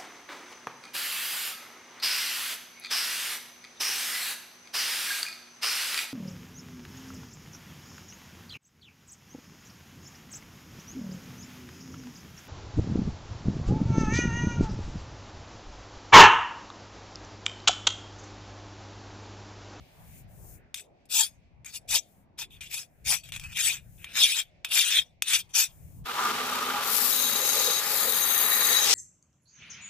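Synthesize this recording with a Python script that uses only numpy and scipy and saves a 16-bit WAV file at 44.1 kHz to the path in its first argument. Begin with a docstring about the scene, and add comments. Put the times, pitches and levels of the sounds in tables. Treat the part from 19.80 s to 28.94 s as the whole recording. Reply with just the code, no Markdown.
"""Outdoors, a hand file taps a hardened steel blade and skates across it in short strokes, over wind and yard noise.
At about 6.25 s the outdoor sound stops and a belt grinder is heard, running free at first;
then the blade is pressed on its belt, and hisses and sings.
File and blade are noise chopped by teeth and passed through resonances; wind, yard and belt are coloured noise.
A phone with two microphone ports listens; the left port faces the work and hears more treble."""
import sys
import numpy as np
from scipy import signal
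from scipy.fft import rfft, irfft
from scipy.io import wavfile
from scipy.ndimage import uniform_filter1d, map_coordinates

SR = 44100
rng = np.random.default_rng(int(sys.argv[2]) if len(sys.argv) > 2 else 0)


def file_out(sig):
    """Save sig as 16-bit WAV at sys.argv[1]."""
    # one column per channel
    cols = np.atleast_2d(sig).T
    # limit, then scale
    lim = np.clip(cols, -1, 1)
    pcm = np.round(lim * 32767).astype(np.int16)
    wavfile.write(sys.argv[1], SR, pcm)


def field_ratio(decibels):
    """Amplitude ratio for a level in dB (20 dB per decade); scalars and array-likes work."""
    return 10 ** (np.asarray(decibels, dtype=float) / 20)


N = 403074
TIME = np.arange(N) / SR

# Levels in the tables are relative: the functions below add their own gains.
# Tone of the yard noise. Each row: pitch in Hz, level in dB per Hz.
YARD_TONE = [(150, -11.5), (220, -9), (450, -14), (700, -12.5), (1360, -27), (2300, -22), (3600, -32),
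             (6000, -38)]
# Borders of the yard bands that swell separately, in Hz.
YARD_EDGES_HZ = [150, 280, 500, 800, 1300, 1900, 2800, 7000]
# Loudness of the yard. Each row: time in seconds, level in dB.
YARD_LEVEL = [(0, -62), (.3, -60), (.85, -59.5), (.95, -66), (6.3, -69)]
# Tone of the wind. Each row: pitch in Hz, level in dB per Hz.
WIND_TONE = [(12, -48), (20, -8), (50, 2.5), (86, 2.5), (172, 0), (239, -20.5), (300, -22.5), (390, -51.5),
             (660, -120)]
# Wind at the two ports. Each row: pitch in Hz, left minus right in dB.
WIND_PAN = [(25, 11), (60, 3), (120, 3)]
# Gusts on the ports. Each row: middle in seconds, half length in seconds, peak in dB.
GUSTS = [(0.0, 0.031, -47), (0.38, 0.17, -52.5), (0.717, 0.11, -50.5), (1.803, 0.086, -64),
         (2.14, 0.049, -53), (2.72, 0.17, -62), (3.301, 0.086, -53.5), (3.66, 0.14, -51),
         (4.163, 0.15, -58.5), (6.158, 0.17, -49.5)]
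CALM_DB = -64  # wind between gusts
# Tone of the faint hiss. Each row: pitch in Hz, level in dB per Hz.
HISS_TONE = [(1500, -51), (2400, -23.5), (4000, -21.5), (6500, -5), (8000, -4), (13000, -3), (15500, 4)]
# When the faint hiss is heard; the one at 2.723 s is a light drag of the file.
# Each row: start in seconds, length in seconds, level in dB, change in dB.
HISS_TIMES = [(0.0, 0.4, -62, 7.5), (0.496, 0.26, -61.5, 7), (2.27, 0.15, -67.5, -4),
              (2.723, 0.078, -49.5, -24), (3.087, 0.19, -70.5, 4), (3.988, 0.27, -63.5, 6),
              (5.894, 0.31, -60.5, 6)]
SOFT_S = 0.048  # these sounds come and go gently
MACHINE_FROM_S = 6.25  # the outdoor sound ends here

# Loudness of the machine. Each row: time in seconds, level in dB.
MACHINE_LEVEL = [(6.24, -68), (6.26, -33.5), (6.39, -31.5), (6.48, -31), (7.9, -29), (8.01, -29.5),
                 (8.12, -29), (9.14, -25)]
# Tone of the running belt. 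Each row: pitch in Hz, level in dB per Hz.
BELT_TONE = [(18, -63.5), (30, -27.5), (237, -25), (284, -23), (639, -15.5), (1230, -12.5), (1770, -10.5),
             (3680, -10), (6050, -26), (13300, -32), (15500, -22.5)]
# Resonances of the machine frame. Each row: pitch in Hz, width in Hz before widening, level in dB.
FRAME_MODES = [(223, 3.1, -3), (256, 15.4, -1), (437, 9, -6), (479, 120, -7), (577, 60, -13.5),
               (834.5, 27, 3.5), (2540, 27, -13.5)]
# Ring of the frame. Each row: time in seconds, level in dB.
FRAME_LEVEL = [(6.25, -14), (6.45, -2.5), (6.7, -2), (7.3, -7.5), (7.8, -9), (8.4, -9), (8.6, -16),
               (9.14, -12)]
# Resonances of the growl. Each row: pitch in Hz, width in Hz before widening, level in dB.
GROWL_MODES = [(998, 77, -4.5), (1166, 13, 3), (1208, 16, 6.5), (1248, 10, 4), (1354, 50, -2.5),
               (1360, 120, -18.5)]
# Growl, damped once the blade loads the belt. 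Each row: time in seconds, level in dB.
GROWL_LEVEL = [(6.25, -4), (6.4, 10), (6.6, 3.5), (6.9, 5.5), (7.05, 2.5), (7.3, -7), (9.14, -11.5)]
# Brief booms of the frame. Each row: middle in seconds, peak in dB.
BOOMS = [(7.64, -43), (7.77, -42.5), (7.88, -38), (8.15, -47.5), (8.28, -43.5), (8.92, -49)]
SHAFT_HZ, BOOM_HALF_S = 23.8, 0.042
# Bounces off the machine, moving with the blade. Each row: time in seconds, delay off the table in ms,
# delay off the platen (plate behind the belt) in ms, share off the platen from 0 to 1.
BOUNCES = [(7.002, 0.85, 0.364, 0.2), (7.5, 0.7, 0.363, 0.21), (7.9, .73, 0.305, 0.2),
           (8.2, 0.67, 0.376, 0.5), (8.55, .63, 0.36, 0.2), (8.85, .6, 0.338, 0.5), (9.05, .65, 0.42, 0.02)]
BLADE_ON_S = 7.05  # bounces are heard from here
# Tone of the belt's hiss. Each row: pitch in Hz, level in dB per Hz.
BELT_HISS_TONE = [(900, -32), (1800, -9), (3500, -3), (5500, 2), (8000, -2), (10500, -9), (13000, -7),
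                  (15500, -10)]
# Hiss of the belt, running free at first, then with steel pressed on it.
# Each row: time in seconds, treble in dB, middle against the treble in dB.
BELT_HISS_LEVEL = [(6.24, -79.5, -5), (6.26, -54, -6), (6.42, -47.5, 0), (6.99, -46, -4.5),
                   (7.13, -29, -10.5), (7.62, -33.5, -9), (7.85, -32.5, -6), (8.02, -38, -6),
                   (8.12, -33, -9), (8.74, -28.5, -21.5), (9.04, -33, -4.5), (9.11, -38.5, 11.5),
                   (9.14, -40.5, 12)]
# Resonances of the blade on the belt. Each row: pitch in Hz, width in Hz, level in dB.
BLADE_MODES = [(1855, 95, -3), (3855, 46, 0), (4540, 70, -15), (6460, 110, -3), (7940, 80, -15)]
# When the blade sings. Each row: start in seconds, length in seconds, level in dB, change in dB,
# lowest mode in dB, upper modes in dB.
SONGS = [(7.327, 0.656, -34.5, 2, -39, 0), (8.032, 1.015, -43, 14.5, -5.5, -0.5)]
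# Hiss and song at the two ports. Each row: pitch in Hz, left minus right in dB.
GRIND_PAN = [(700, 5), (1300, -9), (2400, 16), (4400, 5.5), (8100, 6.5), (15000, 18)]

# Strokes of the file, and one very short catch at 4.436 s. Each row: fastest moment in seconds,
# speeding up in seconds, slowing down in seconds, level in dB, middle ring in dB, treble in dB.
STROKES_AND_CATCH = [(1.375, 0.089, 0.14, -22, -14, 15.5), (1.96, .04, .042, -36, -12, 16),
                     (2.152, 0.079, 0.061, -23.5, 1.5, 14.5), (2.608, .036, 0.063, -33.5, 5.5, 10),
                     (2.956, .07, 0.1298, -35.5, -9, 12), (3.3, 0.06, 0.1264, -24, -14.5, 14),
                     (3.851, 0.1125, 0.18, -26.5, -1, 12.5), (4.401, 0.075, 0.23, -23, 6, 9),
                     (4.436, 0.0073, 0.01, -26.5, 11.5, 9.5), (4.59, 0.14, 0.057, -29.5, 8, 8.5),
                     (4.954, 0.059, 0.18, -22, 1.5, 11.5), (5.173, 0.19, .075, -26, 10, 5),
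                     (5.542, 0.085, .05, -23.5, 5, 9), (5.595, 0.048, 0.041, -37.5, 0, 8),
                     (5.785, .055, 0.11, -19, -0.5, 13)]
RISE_POWER, FALL_POWER = 1.83, 3.4  # level grows as speed to this power
# Light drags. Each row: start in seconds, length in seconds, level in dB, change along the drag in dB,
# middle ring in dB, treble in dB.
DRAGS = [(0.951, 0.056, -45, -5.5, -1, 7), (1.854, .08, -45, -9.5, -15, 3),
         (2.703, 0.065, -60, -0.5, 7, -5), (2.807, 0.063, -41, -10, 0.5, 2), (3.432, .06, -53, -5, 1, 5.5),
         (3.526, 0.052, -46.5, -4, -1, 3), (3.609, .15, -49, 0.5, -22, -9.5),
         (4.176, 0.14, -64.5, 21, -12, -22), (4.843, 0.051, -42, -6.5, -8, -12.5),
         (5.428, 0.054, -46.5, 7.5, 5, 1.5), (5.689, 0.023, -61, -1.5, 2.5, 3.5)]
DRAG_ATTACK_S = 0.0041
LET_GO_DB_PER_S = 602  # fall at the end of drags, hisses and songs
# File lands on the blade. 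Each row: time in seconds, force in dB, middle ring in dB.
TAPS = [(0.9427, -14.5, 6), (1.2544, -42, -16), (1.33, -30.5, -4.5), (1.846, -28.5, -4), (1.946, -23.5, -4),
        (2.0883, -23, 0.5), (2.154, -21, -4.5), (2.5882, -22, 4), (2.807, -27.5, -3), (3.488, -29.5, -8),
        (3.5207, -19.5, 12), (3.5385, -26, 4), (3.5487, -28, 2), (3.5615, -20, 1), (3.5964, -21.5, -5),
        (3.637, -27, -6), (3.7195, -29.5, -4), (3.770, -16.5, -7), (4.243, -20, 13.5), (4.8468, -12, 8),
        (4.889, -30, -5), (5.4218, -7, -10)]
CLICK_GROWTH, CLICK_DB = 1.4, 4  # soft landings hardly click
RATTLE_DB, RATTLE_S = -15.5, 0.005
TAP_TREBLE_DB, TAP_BASS_DB = 8.5, 11.5  # a landing knocks deeper than a scrape
TOOTH_HZ, TOOTH_GATE = 924.4, 0.5  # teeth passing at full speed; how far they chop the scrape
# Buzz of the teeth, lost once the file skates. Each row: time in seconds, level in dB.
TOOTH_LEVEL = [(1.5, -3), (2.0, -14), (2.15, -5), (2.5, -14), (3.3, -13), (3.6, -26)]
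TAIL_DB, TAIL_S = -24.5, 0.033  # the steel hums on after each stroke
# Broad tone of the scrape. Each row: pitch in Hz, level in dB per Hz.
SCRAPE_TONE = [(300, -32.5), (520, -13.5), (900, -3), (1500, 0), (2800, 9.5), (4300, 5), (7000, 0),
               (12000, -8.5), (15000, -6.5)]
# File and blade ring together. Each row: pitch in Hz, width in Hz before widening, level in dB.
FILE_MODES = [(2420, 80, -5), (2530, 80, -4), (2810, 77, -7), (3260, 90, -1), (3460, 70, 0), (3620, 80, -2),
              (4510, 65, -5), (5140, 90, -2), (5900, 80, -4), (6560, 70, -4), (7380, 80, -6),
              (7900, 55, -6), (8950, 70, -6), (9950, 60, -6), (10800, 90, -11), (11800, 100, -12),
              (12750, 100, -12), (13700, 110, -12), (14750, 120, -14)]
# Bass against the low ring; later strokes are thinner. Each row: time in seconds, level in dB.
BASS_LEVEL = [(1.0, -13.5), (1.4, -15), (2.15, -8), (3.3, -6.5), (3.8, -16), (4.4, -15), (5.8, -18)]
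BASS_PER_FORCE = 0.37  # dB per dB: firm pressure brings out the bass
LOW_DB, LOW_PER_FORCE = -8, 0.026  # band under the low ring, fuller with pressure
SLIDE_MS = 0.3  # the modes drift in pitch as the contact slides along
# File at the two ports. Each row: pitch in Hz, left minus right in dB.
FILE_PAN = [(700, -4), (1300, 4), (2400, 3.5), (4400, 3), (8100, 10), (15000, 1)]
FILE_LEAN_DB = -0.5  # left minus right, at all pitches
TOP_HZ = 15050  # the phone's upper limit


def unit(x):
    """Scale to an average strength (rms) of 1."""
    return x / np.sqrt(np.mean(x ** 2))


def curve(rows):
    """Read a two-column table at every sample, holding its end values."""
    return np.interp(TIME, *np.transpose(rows))


def curves(rows, outside=-120):
    """Columns of a table at every sample; practically silent outside its span."""
    s, *columns = np.transpose(rows)
    return [np.interp(TIME, s, c, outside, outside) for c in columns]


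def walk(rate):
    """Random levels held 1 / rate s and slewed; spread near 1."""
    k = max(int(SR / rate), 1)
    steps = np.repeat(rng.standard_normal(N // k + 1), k)[:N]
    return 1.2 * uniform_filter1d(steps, k)


def held(start, length, db, change_db):
    """Gain that sets in at once, drifts by change_db and then lets go."""
    t = TIME - start
    drift_db = change_db * np.clip(t / length, 0, 1)
    return (t > 0) * field_ratio(db + drift_db - LET_GO_DB_PER_S * np.clip(t - length, 0, 1))


def bumps(rows):
    """Add up bell-shaped swells, each given as middle, half length and peak dB."""
    return sum(field_ratio(db) * np.exp(-((TIME - s) / half) ** 2) for s, half, db in rows)


def colour(x, points):
    """Shape the tone through (Hz, dB) points without sounding early, by folding the cepstrum."""
    hz, db = np.transpose(points)
    grid_hz = np.linspace(1, SR / 2, num=2049)
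    cep = irfft(np.interp(np.log(grid_hz), np.log(hz), db) * np.log(10) / 20)
    cep[1:2048] *= 2
    cep[2049:] = 0
    return signal.oaconvolve(x, irfft(np.exp(rfft(cep)))[None], axes=1)[:, :N]


def band(x, lo_hz, hi_hz):
    """Band-pass without phase shift, so that neighbouring bands join smoothly."""
    return signal.sosfiltfilt(signal.butter(2, [lo_hz, hi_hz], "band", fs=SR, output="sos"), x)


def delay(x, ms):
    """Read each channel at a moving, interpolated lag."""
    place = np.arange(N) - ms * SR / 1000
    return np.array([map_coordinates(v, [place], order=3) for v in x])


def ports(alike_hz):
    """Noise for two ports: alike well below alike_hz, unrelated well above."""
    left, other = rng.standard_normal((2, N))
    low, high = (signal.butter(1, alike_hz, kind, fs=SR) for kind in ("low", "high"))
    return np.array([left, signal.lfilter(*low, left) + signal.lfilter(*high, other)])


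def lean(x, pan):
    """Share each band's left-minus-right difference evenly between the two ports."""
    left = colour(x[:1], [(hz, db / 2) for hz, db in pan])
    right = colour(x[1:], [(hz, -db / 2) for hz, db in pan])
    return np.vstack([left, right])


def ring(x, modes, widen, waver_db, rate):
    """Add resonances; each swells and fades, partly differently at each port."""
    total = 0
    for hz, width, db in modes:
        waver = 1.09 * walk(rate) + 0.63 * np.array([walk(rate), walk(rate)])
        tone = signal.lfilter(*signal.iirpeak(hz, hz / (widen * width), SR), x)
        total = total + field_ratio(db + waver_db * waver) * tone
    return total


def yard():
    """Distant yard noise; each band swells on its own."""
    noise = unit(colour(ports(350), YARD_TONE))
    bands = sum(band(noise, lo, hi) * field_ratio(4.3 * walk(7)) for lo, hi in zip(YARD_EDGES_HZ, YARD_EDGES_HZ[1:]))
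    return bands * field_ratio(curve(YARD_LEVEL))


def wind():
    """Gusts buffet the ports as deep noise, stronger at the left one."""
    gusts = (field_ratio(CALM_DB) + bumps(GUSTS)) * field_ratio(3.0 * walk(12))
    noise = ports(51)[::-1] + 0.9 * ports(900)
    return lean(unit(colour(noise, WIND_TONE)), WIND_PAN) * gusts


def faint_hiss_and_drag():
    """Wavering high noise, stronger at the left port, makes the faint hiss and one light drag of the file."""
    hiss = unit(colour(ports(1500), HISS_TONE)) * field_ratio(3.3 * walk(6.5)) * field_ratio(np.array([[3.5], [-3.0]]))
    return hiss * uniform_filter1d(sum(held(*row) for row in HISS_TIMES), int(SOFT_S * SR))


def outdoors():
    """Wind, yard noise, faint hiss and one light drag are added up and stop where the machine comes in."""
    return (wind() + yard() + faint_hiss_and_drag()) * (TIME < MACHINE_FROM_S)


def running_machine(shake):
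    """Belt and bearings shake the frame, which hums and growls on its resonances."""
    belt = unit(colour(shake, BELT_TONE))
    hum = unit(ring(shake, FRAME_MODES, widen=0.95, waver_db=2.1, rate=12))
    growl = unit(ring(shake, GROWL_MODES, widen=1.38, waver_db=1.7, rate=24))
    growl_db = curve(GROWL_LEVEL) + 1.8 * walk(48)
    return belt + field_ratio(curve(FRAME_LEVEL)) * hum + field_ratio(growl_db) * growl


def frame_booms(shake):
    """The frame booms briefly, as swells of the shaking in one low band."""
    swells = bumps([(s, BOOM_HALF_S, db) for s, db in BOOMS])
    return swells * unit(band(shake, 393, 580))


def belt_hiss(rough, table_ms, platen_ms, share):
    """The belt hisses, free at first, then on the steel, where two bounces with moving delays comb the hiss."""
    table = [[0.3], [0.15]] * (TIME > BLADE_ON_S) * band(delay(rough, table_ms), 7000, 19000)
    hiss = colour(rough - share * delay(rough, platen_ms) + table, BELT_HISS_TONE)
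    treble_db, middle_db = curves(BELT_HISS_LEVEL)
    treble = unit(band(hiss, 9600, 15340))
    middle = unit(band(hiss, 1700, 9600))
    return field_ratio(treble_db) * (treble + field_ratio(middle_db + 7.5) * middle)


def blade_song(rough):
    """Rough noise excites a few resonances of the blade, which sings with a drifting pitch."""
    song = delay(ring(rough, BLADE_MODES, widen=1.0, waver_db=1.9, rate=22), SLIDE_MS * walk(9))
    low, middle, high = (band(song, *edge) for edge in [(1200, 2800), (2800, 5500), (5500, 10000)])
    sung = sum(held(*row) * (field_ratio(low_db) * low + middle + field_ratio(high_db) * high)
               for *row, low_db, high_db in SONGS)
    return sung / np.std(song)


def grinder():
    """Machine, belt hiss and song throb once a shaft turn; bounces thin out some pitches once the blade is on."""
    throb = field_ratio(0.21 * np.sin(2 * np.pi * SHAFT_HZ * TIME + 0.46 * walk(3.3)))
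    shake = ports(1500) * throb * field_ratio(1.2 * walk(150))
    rough = ports(900) * throb * field_ratio(1.5 * walk(400) + 0.6 * walk(25))
    s, *columns = np.transpose(BOUNCES)
    table_ms, platen_ms, share = (np.interp(TIME, s, c) for c in columns)
    platen_ms = platen_ms + 0.019 * walk(6)
    share = np.clip(share, 0, 1) * (TIME > BLADE_ON_S)
    machine = running_machine(shake)
    machine = machine - share * band(delay(machine, platen_ms), 1400, 12000)
    machine_db, = curves(MACHINE_LEVEL)
    hiss_and_song = belt_hiss(rough, table_ms, platen_ms, share) + field_ratio(4.5) * blade_song(rough)
    return field_ratio(machine_db - 6.5) * machine + frame_booms(shake) + lean(hiss_and_song, GRIND_PAN)


def speed(s, rise, fall):
    """Hand speed 0-1 before and after the fastest moment, along a quarter sine each."""
    ramp = lambda t: np.sin(np.pi / 2 * np.clip(t, 0, 1))
    return ramp(1 + (TIME - s) / rise), ramp(1 - (TIME - s) / fall)


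def filing():
    """The hand speeds up and slows down in each stroke; teeth catch unevenly; the short catch is shaped alike."""
    moves = [speed(*row[:3]) for row in STROKES_AND_CATCH]
    strokes = sum(field_ratio(row[3]) * up ** RISE_POWER * down ** FALL_POWER
                  for row, (up, down) in zip(STROKES_AND_CATCH, moves))
    # this average looks back, so that drags build up after their start
    drags = uniform_filter1d(sum(held(*row[:4]) for row in DRAGS), int(DRAG_ATTACK_S * SR),
                             origin=int(DRAG_ATTACK_S * SR / 2) - 1)
    chatter_db = 1.6 * walk(500) + 1.6 * walk(70)
    pace = np.max([up * down for up, down in moves], axis=0)
    return (strokes + drags) * field_ratio(chatter_db), pace


def taps():
    """Each landing builds within about a ms, dies at once and rattles a little longer."""
    total = np.zeros(N)
    for s, db, _ in TAPS:
        t = np.clip(TIME - s, 0, None)
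        fading = np.exp(-t / 0.0011) + field_ratio(RATTLE_DB) * np.exp(-t / RATTLE_S)
        total += field_ratio(db) * (1 - np.exp(-t / 0.0042)) * fading
    return total


def clicks():
    """The hard touch of each landing, as a single spike 1 ms in."""
    out = np.zeros(N)
    s, db, _ = np.transpose(TAPS)
    out[((s + 0.001) * SR).astype(int)] = field_ratio(CLICK_GROWTH * db + CLICK_DB)
    return out


def teeth(pace):
    """Phase of the teeth crossing the edge; faster strokes buzz higher."""
    tooth_hz = TOOTH_HZ * (0.3 + 0.7 * pace) * (1 + 0.045 * walk(120))
    return 2 * np.pi * np.cumsum(tooth_hz) / SR


def band_shares(landing, force_db):
    """Balance of bass, low, low ring, middle ring and treble as the file rubs and lands."""
    rows = [(r[0], *r[4:]) for r in STROKES_AND_CATCH] + [(r[0] + r[1] / 2, *r[4:]) for r in DRAGS]
    s, rub_ring, rub_treble = np.transpose(sorted(rows))
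    tap_s, _, tap_ring = np.transpose(TAPS)
    ring_db = np.interp(TIME, s, rub_ring) * (1 - landing) + np.interp(TIME, tap_s, tap_ring) * landing
    treble_db = np.interp(TIME, s, rub_treble) * (1 - landing) + TAP_TREBLE_DB * landing
    bass_db = curve(BASS_LEVEL) + BASS_PER_FORCE * force_db + TAP_BASS_DB * landing
    low_db = LOW_DB + LOW_PER_FORCE * force_db
    shares = field_ratio(np.array([bass_db, low_db, 0 * TIME, ring_db, treble_db]))
    return shares / np.sqrt(np.sum(shares ** 2, axis=0))


def steel(push, knock, landing, force_db):
    """Rubbing and knocks give a broad scrape and set the resonances of file and blade ringing."""
    scrape = unit(colour(push + knock, SCRAPE_TONE))
    # the rings waver as the contact point moves
    rubbed = delay(ring(push, FILE_MODES, widen=0.9, waver_db=3.8, rate=28), SLIDE_MS * walk(9))
    knocked = ring(knock, FILE_MODES, widen=1.5, waver_db=1.5, rate=6)
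    body = scrape * field_ratio(-4.5) + unit(rubbed + field_ratio(5.0) * knocked)
    edges = [(420, 1300), (1300, 2150), (2150, 2950), (2950, 4300), (4300, 19000)]  # Hz
    shares = band_shares(landing, force_db)
    parts = sum(unit(band(body, *edge)) * share for edge, share in zip(edges, shares))
    return lean(parts, FILE_PAN) * field_ratio(np.array([[FILE_LEAN_DB], [-FILE_LEAN_DB]]) / 2)


def file_on_blade():
    """Rubbing chopped by the teeth, and landings, make the rough force that drives the steel."""
    (rub, pace), blow = filing(), taps()
    phase = teeth(pace)
    keep = np.exp(-1 / (TAIL_S * SR))
    rub = rub + field_ratio(TAIL_DB) * signal.lfilter([1 - keep], [1, -keep], rub)
    buzz_level = field_ratio(curve(TOOTH_LEVEL) + 5.6 * walk(50)) * rub * pace ** 3
    buzz = buzz_level * (np.cos(phase) + 0.5 * np.cos(2 * phase))
    push = (rub * (1 + TOOTH_GATE * pace * np.cos(phase)) + blow) * ports(3500) + buzz
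    landing = uniform_filter1d(blow / (rub + blow + 1e-6), 300)  # 0 rubbing, 1 landing
    force_db = 20 * np.log10(uniform_filter1d(rub + blow, 400) / field_ratio(-27) + 1e-3)
    return steel(push, clicks(), landing, force_db) * np.sqrt(np.mean(push ** 2))


def scene():
    """Filing in the open air, then the grinder."""
    return outdoors() + grinder() + file_on_blade()


def roll_off(x):
    """The treble ends steeply here."""
    return signal.sosfilt(signal.butter(12, 16330, fs=SR, output="sos"), x)


def record(dry):
    """The phone cuts the top steeply."""
    top_cut = signal.ellip(10, 0.2, 60, TOP_HZ, fs=SR, output="sos")
    mix = signal.sosfilt(top_cut, dry)
    return roll_off(mix)


dry = scene()
out = record(dry)
file_out(out)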